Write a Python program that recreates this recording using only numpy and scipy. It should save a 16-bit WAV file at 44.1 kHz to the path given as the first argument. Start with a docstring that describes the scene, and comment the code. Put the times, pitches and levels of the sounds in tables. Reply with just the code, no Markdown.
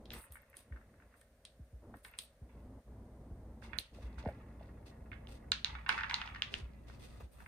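"""A wooden ball-track toy: each push sets balls rolling in their grooves, knocking and clacking.
A kitten plays with it and its rope-wound post on a straw mat; claws tick and scratch, paws thud.
Filtered random grains make the rolling, rubbing and scuffing; damped sines make the separate hits.
Under it lies a low hum that comes and goes, a wavering sine with a noise rumble, and faint room air."""
import sys
import numpy as np
from scipy import signal
from scipy.fft import rfft, irfft, next_fast_len
from scipy.io import wavfile
from scipy.ndimage import uniform_filter1d

SR = 44100
rng = np.random.default_rng(int(sys.argv[2]) if len(sys.argv) > 2 else 0)


def wav_out(sig):
    """Save sig, one row per channel (or a flat mono array), as 16-bit PCM at SR to the path in sys.argv[1]."""
    wavfile.write(sys.argv[1], SR, np.round(np.clip(np.atleast_2d(sig).T, -1, 1) * 32767).astype(np.int16))


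N = 329515
TIME = np.arange(N) / SR
EDGE_HZ = 16200  # top of the audible band

# Event levels are relative: each source adds its own trim.
# pushes that set the balls rolling: (time [s], level [dB], fade [dB/s])
PUSHES = [(0.128, -65, 47), (0.347, -83, 86), (0.725, -81, 76), (0.98, -83, 40), (2.05, -64, 88),
          (2.49, -73.5, 85), (3.64, -61, 78), (3.73, -68, 163), (4.02, -68.5, 40), (4.19, -62, 66),
          (4.591, -71, 84), (5.12, -71, 102), (5.647, -53, 60), (5.88, -44.5, 66), (6.092, -45, 48.5)]
# one ball hits another: (time [s], level [dB], pitch [Hz])
BALL_CLACKS = [(0.1049, -43, 3500), (0.119, -50, 3370), (3.7867, -31.5, 4040), (5.2717, -53, 3250),
               (5.519, -21.5, 4020), (5.646, -25, 3900), (5.892, -27, 2980), (6.034, -43, 3270),
               (6.1, -39, 2270), (6.111, -31.5, 2100), (6.1423, -25, 4090), (6.2159, -36.5, 3000),
               (6.2756, -45, 3030), (6.4211, -25, 3110), (6.5403, -30, 3000)]
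# a ball knocks on the wall of its groove: (time [s], level [dB], pitch [Hz])
WALL_KNOCKS = [(0.137, -53, 1880), (0.24, -60.5, 1730), (0.3551, -55, 1550), (0.369, -57.5, 1670),
               (0.431, -65, 1950), (0.53, -63, 2020), (0.541, -59, 2020), (0.723, -57, 1730),
               (0.761, -59, 1510), (0.771, -60.5, 1420), (0.813, -65.5, 1580), (0.94, -69, 1570),
               (1.0, -66, 1540), (1.022, -63, 1630), (1.14, -64, 1630), (1.214, -65.5, 1710),
               (1.94, -53.5, 1370), (2.0486, -51, 1780), (2.1379, -54.5, 2440), (3.6233, -58.5, 1560),
               (3.7322, -46.5, 1890), (3.756, -58.5, 1900), (3.769, -61, 2100), (4.1822, -56.5, 1170),
               (4.259, -56.5, 1900), (4.273, -60, 1950), (4.287, -59, 1820), (5.1168, -50.5, 2230),
               (5.1297, -49, 2030), (5.5199, -40, 1670), (5.5285, -52, 1880), (5.752, -43, 1300),
               (5.8631, -41.5, 1770), (5.892, -27.5, 1640), (5.902, -39, 2100), (5.919, -44.5, 1800),
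               (5.943, -42.5, 890), (5.9779, -40, 1470), (5.987, -38.5, 1680), (6.0, -43.5, 1900),
               (6.009, -40.5, 1700), (6.0347, -38.5, 1680), (6.0424, -40, 1370), (6.1105, -53, 1690),
               (6.1995, -49, 940), (6.2155, -43, 1400), (6.274, -50.5, 950), (6.3476, -49, 1850),
               (6.3592, -47, 1850), (6.898, -59.5, 1300), (7.403, -59.5, 1660), (7.461, -53.5, 1980)]
# a claw catches the wood: (time [s], tick level [dB], tick pitch [Hz], snap level [dB])
CLAW_TICKS = [(0.056, -68, 9000, -55), (0.1353, -41, 13500, -52), (0.3223, -40, 11600, -64),
              (0.419, -59, 13000, -87), (0.5, -53, 11600, -84), (0.5692, -39.5, 9900, -58.5),
              (1.2132, -57, 9300, -68), (1.4514, -46.5, 9000, -47), (2.0481, -53, 9500, -52),
              (2.114, -58, 13000, -80), (2.188, -32.5, 9060, -37), (3.7922, -44.5, 12600, -61),
              (5.518, -41.5, 8200, -42), (5.891, -41, 9450, -32.5), (6.586, -57, 9200, -58)]
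# strokes of claws and fur on rope, wood and straw:
# (start [s], end [s], rasp level [dB], fizz level [dB])
CLAW_STROKES = [(0.096, 0.2, -58, -88), (0.128, 0.275, -109, -62.5), (0.312, 0.392, -90, -63),
                (0.547, 0.644, -68, -69), (1.152, 1.26, -80, -76.5), (1.95, 2.022, -80, -75),
                (2.026, 2.112, -71, -64.5), (2.17, 2.268, -70, -62), (3.615, 3.695, -60.5, -82),
                (3.777, 3.829, -66.5, -56.5), (3.929, 4.09, -68.5, -88), (4.175, 4.222, -57, -84),
                (4.26, 4.326, -77, -79), (4.853, 4.918, -61, -77.5), (5.274, 5.389, -64, -76),
                (5.885, 6.003, -56.5, -85), (6.503, 6.623, -58, -100), (6.862, 6.985, -67, -90),
                (6.99, 7.105, -62, -74.5), (7.081, 7.276, -69.5, -83.5), (7.307, 7.56, -77, -76.5)]
# stretches in which the kitten shifts its feet about the toy: (start [s], end [s], level [dB])
FOOT_SHIFTS = [(0.095, 1.18, -75), (3.93, 5.536, -69), (6.84, 7.243, -72.5)]
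# fur and pads drag over the mat: (start [s], end [s], level [dB])
MAT_SCUFFS = [(0.113, 0.22, -58), (6.827, 7.12, -71.5), (7.074, 7.212, -67.5), (7.193, 7.231, -59.5),
              (7.327, 7.488, -63)]
# dull bumps against the base of the toy: (time [s], level [dB], starting pitch [Hz])
BASE_BUMPS = [(1.941, -50, 795), (3.985, -48, 644), (4.237, -45, 590), (4.251, -43, 720), (4.257, -37, 904),
              (4.2625, -34.5, 507), (4.272, -40.5, 730), (4.2866, -32.5, 694), (4.609, -46, 730),
              (6.898, -59, 810), (7.205, -50, 527)]
# paws landing on the floor: (time [s], level [dB], starting pitch [Hz], swell [s])
PAW_THUDS = [(0.298, -49.5, 190, 0.024), (0.706, -39.5, 178, 0.026), (1.592, -46, 402, 0.022),
             (1.724, -45, 230, 0.025), (2.412, -43.5, 340, 0.017), (3.307, -38, 260, 0.016),
             (4.026, -39.5, 170, 0.027), (4.17, -39.5, 143, 0.017), (4.2615, -31, 820, 0.0125),
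             (5.708, -44, 132, 0.032), (6.311, -44, 168, 0.018), (6.606, -40.5, 221, 0.028),
             (7.224, -45, 420, 0.017)]
# spells in which the hum comes up: (start [s], end [s], drone level [dB], rumble level [dB])
HUM_SPELLS = [(0, 0.204, -60, -57), (0.663, 1.074, -68.5, -67.5), (1.826, 1.97, -60.5, -56.5),
              (2.42, 2.528, -66, -64.5), (2.541, 2.805, -58, -57.5), (2.869, 3.812, -57.5, -58),
              (3.924, 5.533, -57, -58.5), (5.502, 7.276, -58, -64.5), (7.34, 7.49, -62, -92)]

# resonances, their widths scaled by each strike's damping: (frequency [Hz], width [Hz], level [dB])
TRACK_MODES = [(755, 35, -12), (893, 40, -3), (1085, 35, -4), (1190, 35, -6), (1370, 45, -3), (1475, 35, 0),
               (1680, 30, 2), (1870, 35, 0), (2005, 45, -4), (2150, 35, -1), (2280, 40, -1), (2570, 50, -4),
               (2740, 55, -6), (2990, 55, -7), (3400, 70, -11), (3800, 70, -13)]
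BASE_MODES = [(279, 87, -6), (394, 100, -3.5), (525, 30, 5), (701, 90, 5), (819, 82, 4)]

# filter curves of the sources: (frequency [Hz], gain [dB])
GRIND_CURVE = [(300, 10.5), (650, 0.5), (900, 7), (1600, -6), (2400, -15), (3300, -22), (4800, -27),
               (7000, -21), (12000, -30.5)]
RASP_CURVE = [(500, 10), (1200, -2), (2200, 2.5), (4000, 1.5), (6000, -5.5), (9000, -9), (15000, -27)]
FIZZ_CURVE = [(4000, -64), (7200, -2), (8300, 14.5), (9800, 18.5), (14000, 11), (16000, 5.5)]
SCUFF_CURVE = [(120, -34), (220, 6.5), (480, -3), (750, 5), (1500, 0), (2500, -5), (5000, -16)]
RUMBLE_CURVE = [(40, -11), (110, -3), (170, -14), (220, 2.5), (280, -2), (350, -7.5), (560, -10),
                (800, -15.5), (1050, -20), (1600, -33), (2100, -35), (3000, -80)]
# still air of the room: (frequency [Hz], gain [dB])
AIR_CURVE = [(20, -9.5), (45, 22.5), (70, 18), (160, -21), (230, 3), (320, -4), (570, 13), (900, -5.5),
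             (1700, -3.5), (2800, -13.5), (6000, -17), (9500, -10.5), (15000, -16.5)]
# treble dips of the microphone: (frequency [Hz], gain [dB])
MIC_CURVE = [(6800, 0.5), (7500, -6), (8300, 0), (10800, -4.5), (11500, -29), (12000, -14), (12700, 0),
             (14800, -2), (15800, -16.5)]
# time the room's tail takes to fall 60 dB: (frequency [Hz], decay time [s])
TAIL_DECAY = [(200, 0.047), (800, 0.27), (2000, 0.24), (4000, 0.25), (9000, 0.24), (15000, 0.018)]
# where the hits come from: (time [s], left over right [dB])
HIT_SIDE = [(0, 1.5), (2.3, 0), (3.8, -16.5), (5.5, -5.5), (6.6, -1)]
# the bass is central below this edge: (time [s], edge [Hz])
CENTRAL_BASS = [(0, 1100), (4.1, 884), (5.0, 432), (5.6, 270), (6.4, 110), (7.2, 46)]


def rolling(roll_db=1.5, hop_db=-2, grind_db=-4.5, ring_db=-1, spot_width_hz=520, lean_db=-0.2, count=8):
    """Balls grind along the grooves and hop; each spot they land on rings the tracks differently."""
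    t = np.arange(SR // 8) / SR
    hops = np.zeros((2, N))
    for spot_hz in np.geomspace(950, 2500, count):
        tracks = np.array([ring(TRACK_MODES, t, damping=0.55) for _ in range(2)])
        tap = ping(t, spot_hz, spot_width_hz) + amp(ring_db) * tracks
        landings = grains(per_s=28, spread_db=2.3)
        hops += signal.oaconvolve(landings[None], tap, axes=1)[:, :N]
    grind = unit(colour(grains(2300, spread_db=-6.0), GRIND_CURVE))
    balls = radiate(circling(amp(hop_db) * unit(hops) + amp(grind_db) * grind))
    return amp(roll_db) * coasting() * balls * amp([[lean_db], [-lean_db]])


def coasting(rise_s=0.0025):
    """Gain of the rolling: each push brings it up quickly, then friction makes it die away."""
    power, t = np.zeros(N), np.arange(2 * SR) / SR
    for s, db, fade in PUSHES:
        push = amp(db - fade * t) * np.minimum(t / rise_s, 1)
        add(power, s, push ** 2)
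    return np.sqrt(power)


def circling(x, path_s=0.00156, growth_s_per_s=0.0017):
    """After each push a ball leaves the rim; echoes come ever later, so the resonances slide down."""
    echo = 0.4
    age = np.zeros(N)  # time since the latest push
    for s, _, _ in PUSHES:
        age = np.where(TIME > s, TIME - s, age)
    delay = path_s + growth_s_per_s * age
    out = np.zeros((2, N))
    for k in range(3):
        delayed = np.array([np.interp(TIME - k * delay, TIME, ear) for ear in x])
        out += (-echo) ** k * delayed
    return out * np.sqrt(1 - echo ** 2)  # offsets the energy the echoes add


def rattle(chatter_db=-14, chatter_hz=4000, chatter_width_hz=2600, chatter_per_s=110):
    """Rolling balls chatter lightly against each other: random pings under the rolling gain."""
    touches = grains(chatter_per_s, spread_db=6.5)
    touch = ping(at_ears(), chatter_hz, chatter_width_hz)
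    chatter = signal.oaconvolve(touches[None], touch, axes=1)[:, :N]
    return coasting() * amp(chatter_db) * unit(radiate(chatter))


def clacks(clack_db=7.5, clack_width_hz=1150, overtone=1.38, overtone_db=-12.5,
           crack_db=-1.5, crack_ratio=0.82, crack_width_hz=2400,
           beam_db=-20, rim_db=-15, rim_s=0.0014, tracks_db=-22):
    """Ball on ball: a beamed clack inside a broad crack; the rim throws it back, the tracks ring on."""
    (direct, scattered), t = np.zeros((2, 2, N)), at_ears()
    paths = rng.uniform(0.35, 1.5, len(BALL_CLACKS))  # relative distances by way of the rim
    for (s, db, hz), path in zip(BALL_CLACKS, paths):
        clack = ping(t, hz, clack_width_hz)
        upper = amp(overtone_db) * ping(t, overtone * hz, overtone * clack_width_hz)
        tone = amp(db + clack_db) * (clack + upper)
        crack = amp(db + crack_db) * ping(t, crack_ratio * hz, crack_width_hz)
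        tracks = np.array([ring(TRACK_MODES, ear.clip(0), damping=0.5) for ear in t])
        add(direct, s, spread(s, tone + crack))
        add(direct, s + path * rim_s, amp(rim_db) * spread(s, tone))
        add(direct, s, amp(db + tracks_db) * tracks)
        add(scattered, s, amp(beam_db) * tone + crack)  # little of the beamed tone fills the room
    return radiate(direct + room(scattered, tail_db=1.0, early_db=2.5), edge_hz=1300)


def knocks(body_db=9.0, tracks_db=-8, body_width_hz=900, rim_db=-2, rim_ratio=1.27, rim_width_hz=1400,
           click_db=-4, click_hz=3700, click_width_hz=2600,
           soft_db=-60, soft_edge_hz=2400, db_per_octave=18):
    """Ball on wood: a click and a hollow knock ring the tracks; a harder blow is briefer, so brighter."""
    direct, t = np.zeros((2, N)), at_ears()
    for s, db, hz in WALL_KNOCKS:
        body = ping(t, hz, body_width_hz) + amp(tracks_db) * ring(TRACK_MODES, t[0], damping=0.87)
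        rim = amp(rim_db) * ping(t, rim_ratio * hz, rim_width_hz)
        click = amp(click_db) * ping(t, click_hz, click_width_hz)
        knock = amp(body_db) * body + rim + click
        edge_hz = min(soft_edge_hz * 2 ** (max(db - soft_db, 0) / db_per_octave), SR / 4)
        lowpass = signal.butter(4, edge_hz, fs=SR, output="sos")
        add(direct, s, amp(db) * spread(s, signal.sosfilt(lowpass, knock)))
    return radiate(direct + room(direct, tail_db=-5.5, early_db=-1.0))


def ticks(tick_db=8, tick_width_hz=2200, snap_db=6, snap_hz=3700, snap_width_hz=2300):
    """Claw on wood, straight ahead: a bright tick with a small snap of the wood under it."""
    (edge, wood), t = np.zeros((2, 1, N)), np.arange(SR // 8) / SR
    for s, tick, hz, snap in CLAW_TICKS:
        add(edge, s, amp(tick + tick_db) * ping(t, hz, tick_width_hz))
        add(wood, s, amp(snap + snap_db) * ping(t, snap_hz, snap_width_hz))
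    edge_echoes = room(edge, tail_db=-13, early_db=-6)[:1]  # one channel keeps the tick central
    wood_echoes = room(wood, tail_db=-3.5, early_db=3.5)
    return radiate(edge + edge_echoes + wood + wood_echoes)


def rubbing(rasp_db=2, fizz_db=4.5, bite_s=0.019, release_s=0.031, fade_db=-6,
            catch_db=2.5, fizz_width=0.93):
    """Strokes bite quickly and ease off; snagging fibres let go in a dry rasp with a fine fizz above."""
    rasp_gain, fizz_gain = np.zeros((2, N))
    for start, end, rasp, fizz in CLAW_STROKES:
        t = np.arange(0, max(end - start, bite_s), 1 / SR)
        bite, release = np.minimum(t / bite_s, 1), np.minimum(t[::-1] / release_s, 1)
        stroke = bite * release * amp(fade_db * t / t[-1])
        add(rasp_gain, start, amp(rasp + rasp_db) * stroke)
        add(fizz_gain, start, amp(fizz + fizz_db) * stroke)
    snags = np.array([grains(3000, spread_db=6.0) for _ in range(2)])
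    # the paw grips unevenly
    catch = amp(catch_db * unit(uniform_filter1d(rng.standard_normal(N), size=600)))
    rasping = unit(colour(snags, RASP_CURVE))
    fizzing = unit(colour(snags[0] + fizz_width * snags[::-1], FIZZ_CURVE))
    return catch * (rasp_gain * rasping + fizz_gain * fizzing)


def patter(wood_db=-5.0, taps_per_s=14, soft_hz=2000, count=4):
    """While the kitten fidgets, soft pads nudge the tracks and keep the balls faintly stirring."""
    (gain, wood), t = np.zeros((2, N)), np.arange(SR // 8) / SR
    for start, end, db in FOOT_SHIFTS:
        gain += amp(db) * (TIME > start) * (TIME < end)
    for _ in range(count):
        taps = grains(taps_per_s, spread_db=2.0)
        wood += signal.oaconvolve(taps, ring(TRACK_MODES, t, damping=0.86))[:N]
    touches = uniform_filter1d(gain, size=2000) * amp(wood_db) * unit(wood)
    return signal.sosfilt(signal.butter(4, soft_hz, fs=SR, output="sos"), touches)


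def scuffs(scuff_db=-2, taper=0.92, ribs_per_s=600):
    """The kitten's body drags over the ribs of the mat in short, dull, grainy sweeps."""
    gain = np.zeros(N)
    for start, end, db in MAT_SCUFFS:
        sweep = signal.windows.tukey(max(round((end - start) * SR), 2), taper)
        add(gain, start, amp(db + scuff_db) * sweep)
    mid, side = [grains(ribs_per_s, spread_db=-7.0) for _ in range(2)]
    return gain * unit(colour(np.array([mid + .5 * side, mid - .5 * side]), SCUFF_CURVE))


def bumps(bump_db=0, swell_s=0.0029, fall_s=0.034, base_db=-7):
    """The kitten's soft weight rocks the base on the mat: a falling note over the ring of the base."""
    out, t = np.zeros(N), np.arange(SR // 8) / SR
    swell = (t / swell_s * np.exp(1 - t / swell_s)) ** 2
    for s, db, start_hz in BASE_BUMPS:
        hz = start_hz * np.exp(-t / fall_s)
        bend = swell * np.sin(2 * np.pi * np.cumsum(hz) / SR)
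        base = ring(BASE_MODES, t, damping=0.33) * (1 - np.exp(-t / swell_s))
        add(out, s, amp(db + bump_db) * (bend + amp(base_db) * base))
    return out


def thuds(thud_db=0, floor_hz=58, fall_share=0.362, pad_db=-19, pad_s=0.054):
    """A soft pad lands; the floor's higher notes arrive first, so pitch falls, faster if quick."""
    out, t = np.zeros(N), np.arange(SR // 4) / SR
    lowpass = signal.butter(3, 330, fs=SR, output="sos")
    for s, db, start_hz, swell_s in PAW_THUDS:
        hz = floor_hz + (start_hz - floor_hz) * np.exp(-t / (fall_share * swell_s))
        swell = (t / swell_s * np.exp(1 - t / swell_s)) ** 2
        bend = swell * np.sin(2 * np.pi * np.cumsum(hz) / SR)
        pad = unit(signal.sosfilt(lowpass, rng.standard_normal(len(t)))) * np.exp(-t / pad_s)
        add(out, s, amp(db + thud_db) * (bend + amp(pad_db) * pad))
    return out


def hum(hum_hz=58.84, drone_db=3.5, rumble_db=-1.5, waver=0.98, side_db=-4):
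    """A low sine wavers under added bass noise, with a dull, steady rumble spread around it."""
    drone, rumble = spells()
    flutter_curve = [(15, -16.5), (40, -4.5), (60, -1.5), (100, -0.5), (165, -9.0),
                     (230, -12.5), (310, -52.5), (900, -80.5)]  # (frequency [Hz], gain [dB])
    flutter = unit(colour(rng.standard_normal(N), flutter_curve))
    tone = unit(unit(np.sin(2 * np.pi * hum_hz * TIME)) + waver * flutter)
    mid, side = unit(colour(rng.standard_normal((2, N)), RUMBLE_CURVE))
    wash = np.array([mid + amp(side_db) * side, mid - amp(side_db) * side])
    return amp(drone_db) * drone * tone + amp(rumble_db) * rumble * wash


def spells(rest_drone_db=-74, rest_rumble_db=-77, ramp_s=0.027):
    """Gains of drone and rumble before trim: low at rest, ramped to a steady level for each spell."""
    drone, rumble = amp(rest_drone_db), amp(rest_rumble_db)
    drones, rumbles = np.full(N, drone), np.full(N, rumble)
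    for start, end, drone_db, rumble_db in HUM_SPELLS:
        up = np.clip(np.minimum(TIME - start, end - TIME) / ramp_s + .5, 0, 1)
        drones += up * (amp(drone_db) - drone)
        rumbles += up * (amp(rumble_db) - rumble)
    return drones, rumbles


def air(air_db=-70, side_db=-4):
    """Faint steady room noise as filtered mid and side noise, the side with its own colour."""
    mid, side = colour(rng.standard_normal((2, N)), AIR_CURVE)
    side = amp(side_db) * colour(side, [(100, 11.0), (300, 5), (1200, -0.5), (3000, 4.0)])
    return amp(air_db) * np.array([mid + side, mid - side]) / np.std(mid)


def room(x, tail_db, early_db, early_s=0.0032, gap_s=0.0068):
    """The echoes alone: quick scatter off the toy and floor, then the short tail of a small room."""
    t = np.arange(SR // 2) / SR
    taps = rng.choice([-1., 1.], (2, len(t))) * (rng.random((2, len(t))) < 3000 / SR)
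    early = taps * np.exp(-t / early_s) * (t > .0008)
    hz, age, z = signal.stft(taps[:, ::-1] * (t > gap_s), SR, nperseg=256)
    decay = amp(-60 * age / read(TAIL_DECAY, hz)[:, None])
    tail = signal.istft(z * decay, SR, nperseg=256)[1][:, :len(t)]
    response = (amp(early_db) * unit(early) + amp(tail_db) * unit(tail)) / np.sqrt(len(t))
    return signal.fftconvolve(x, response, axes=1)[:, :N]


def radiate(x, edge_hz=760):
    """Small wooden parts give off almost no bass: a steep highpass."""
    return signal.sosfilt(signal.butter(7, edge_hz, "highpass", fs=SR, output="sos"), x)


def spread(s, sound):
    """Leans a hit to the side of the toy where the kitten is playing."""
    pan = np.interp(s, *np.transpose(HIT_SIDE))
    return sound * amp(np.array([[pan], [-pan]]) / 2)


def at_ears(lead_s=.00006):
    """Time since a hit at each ear: the left one hears it first."""
    return np.arange(SR // 8) / SR - np.array([[0], [lead_s]])


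def ping(t, hz, width_hz):
    """A heavily damped sine whose envelope swells to 1, sooner for a wider resonance, then decays."""
    u = np.pi * width_hz * np.maximum(t, 0)
    return u * np.exp(1 - u) * np.sin(2 * np.pi * hz * t)


def ring(modes, t, damping, least_share=0.12):
    """A struck body, peak 1; each blow meets the modes with its own signs and strengths."""
    hz, width, db = np.transpose(modes)[:, :, None]
    share = rng.choice([-1, 1], hz.shape) * rng.uniform(least_share, 1, hz.shape)
    decay = np.exp(-np.pi * width * damping * t)
    sound = (share * amp(db) * width * decay * np.sin(2 * np.pi * hz * t)).sum(0)
    return sound / abs(sound).max()


def grains(per_s, spread_db):
    """Random impulses of either sign; positive spread makes a few strong, negative a few weak."""
    size = amp(spread_db * np.minimum(rng.exponential(1, N), 3))
    return size * rng.choice([-1, 1], N) * (rng.random(N) < per_s / SR)


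def amp(db):
    """Decibels to gain."""
    return 10 ** (np.asarray(db) / 20)


def unit(x):
    """Scales to rms 1, over all channels together."""
    return x / np.sqrt(np.mean(x ** 2) + 1e-20)


def read(points, hz):
    """Reads a frequency table on a log-frequency axis."""
    f, value = np.transpose(points)
    return np.interp(np.log(hz + 1), np.log(f), value)


def colour(x, points):
    """Filters by a gain curve."""
    size = next_fast_len(N + 4096)
    gain = amp(read(points, np.fft.rfftfreq(size, 1 / SR)))
    return irfft(rfft(x, size) * gain, size)[..., :N]


def add(mix, s, sound):
    """Mixes a sound in at time s."""
    part = mix[..., max(round(s * SR), 0):][..., :sound.shape[-1]]
    part += sound[..., :part.shape[-1]]


def narrow(x, order=10):
    """Folds the bass to the centre; the edge sinks, mostly late on, so the low end opens out."""
    hz, t, z = signal.stft((x[0] - x[1]) / 2, SR, nperseg=1024, noverlap=768)
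    edge_hz = np.interp(t, *np.transpose(CENTRAL_BASS))
    kept = z / (1 + (edge_hz / (hz[:, None] + 1)) ** order)
    side = signal.istft(kept, SR, nperseg=1024, noverlap=768)[1][:N]
    return x.mean(0) + np.array([side, -side])


def scene():
    """The toy and claws sound through the room; the floor, the hum and the air lie under them."""
    play = rolling() + rattle() + rubbing() + scuffs() + patter()
    hits = clacks() + knocks() + ticks()  # these carry their own echoes
    echoes = room(play, tail_db=-9.0, early_db=-1.5)
    return hits + play + echoes + bumps() + thuds() + hum() + air()


def record(dry):
    """Central bass and microphone colour, then the band limit."""
    coloured = colour(narrow(dry), MIC_CURVE)
    band = signal.firwin(511, EDGE_HZ, window=("kaiser", 9), fs=SR)
    return signal.oaconvolve(coloured, band[None], "same", axes=1)


dry = scene()
out = record(dry)
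wav_out(out)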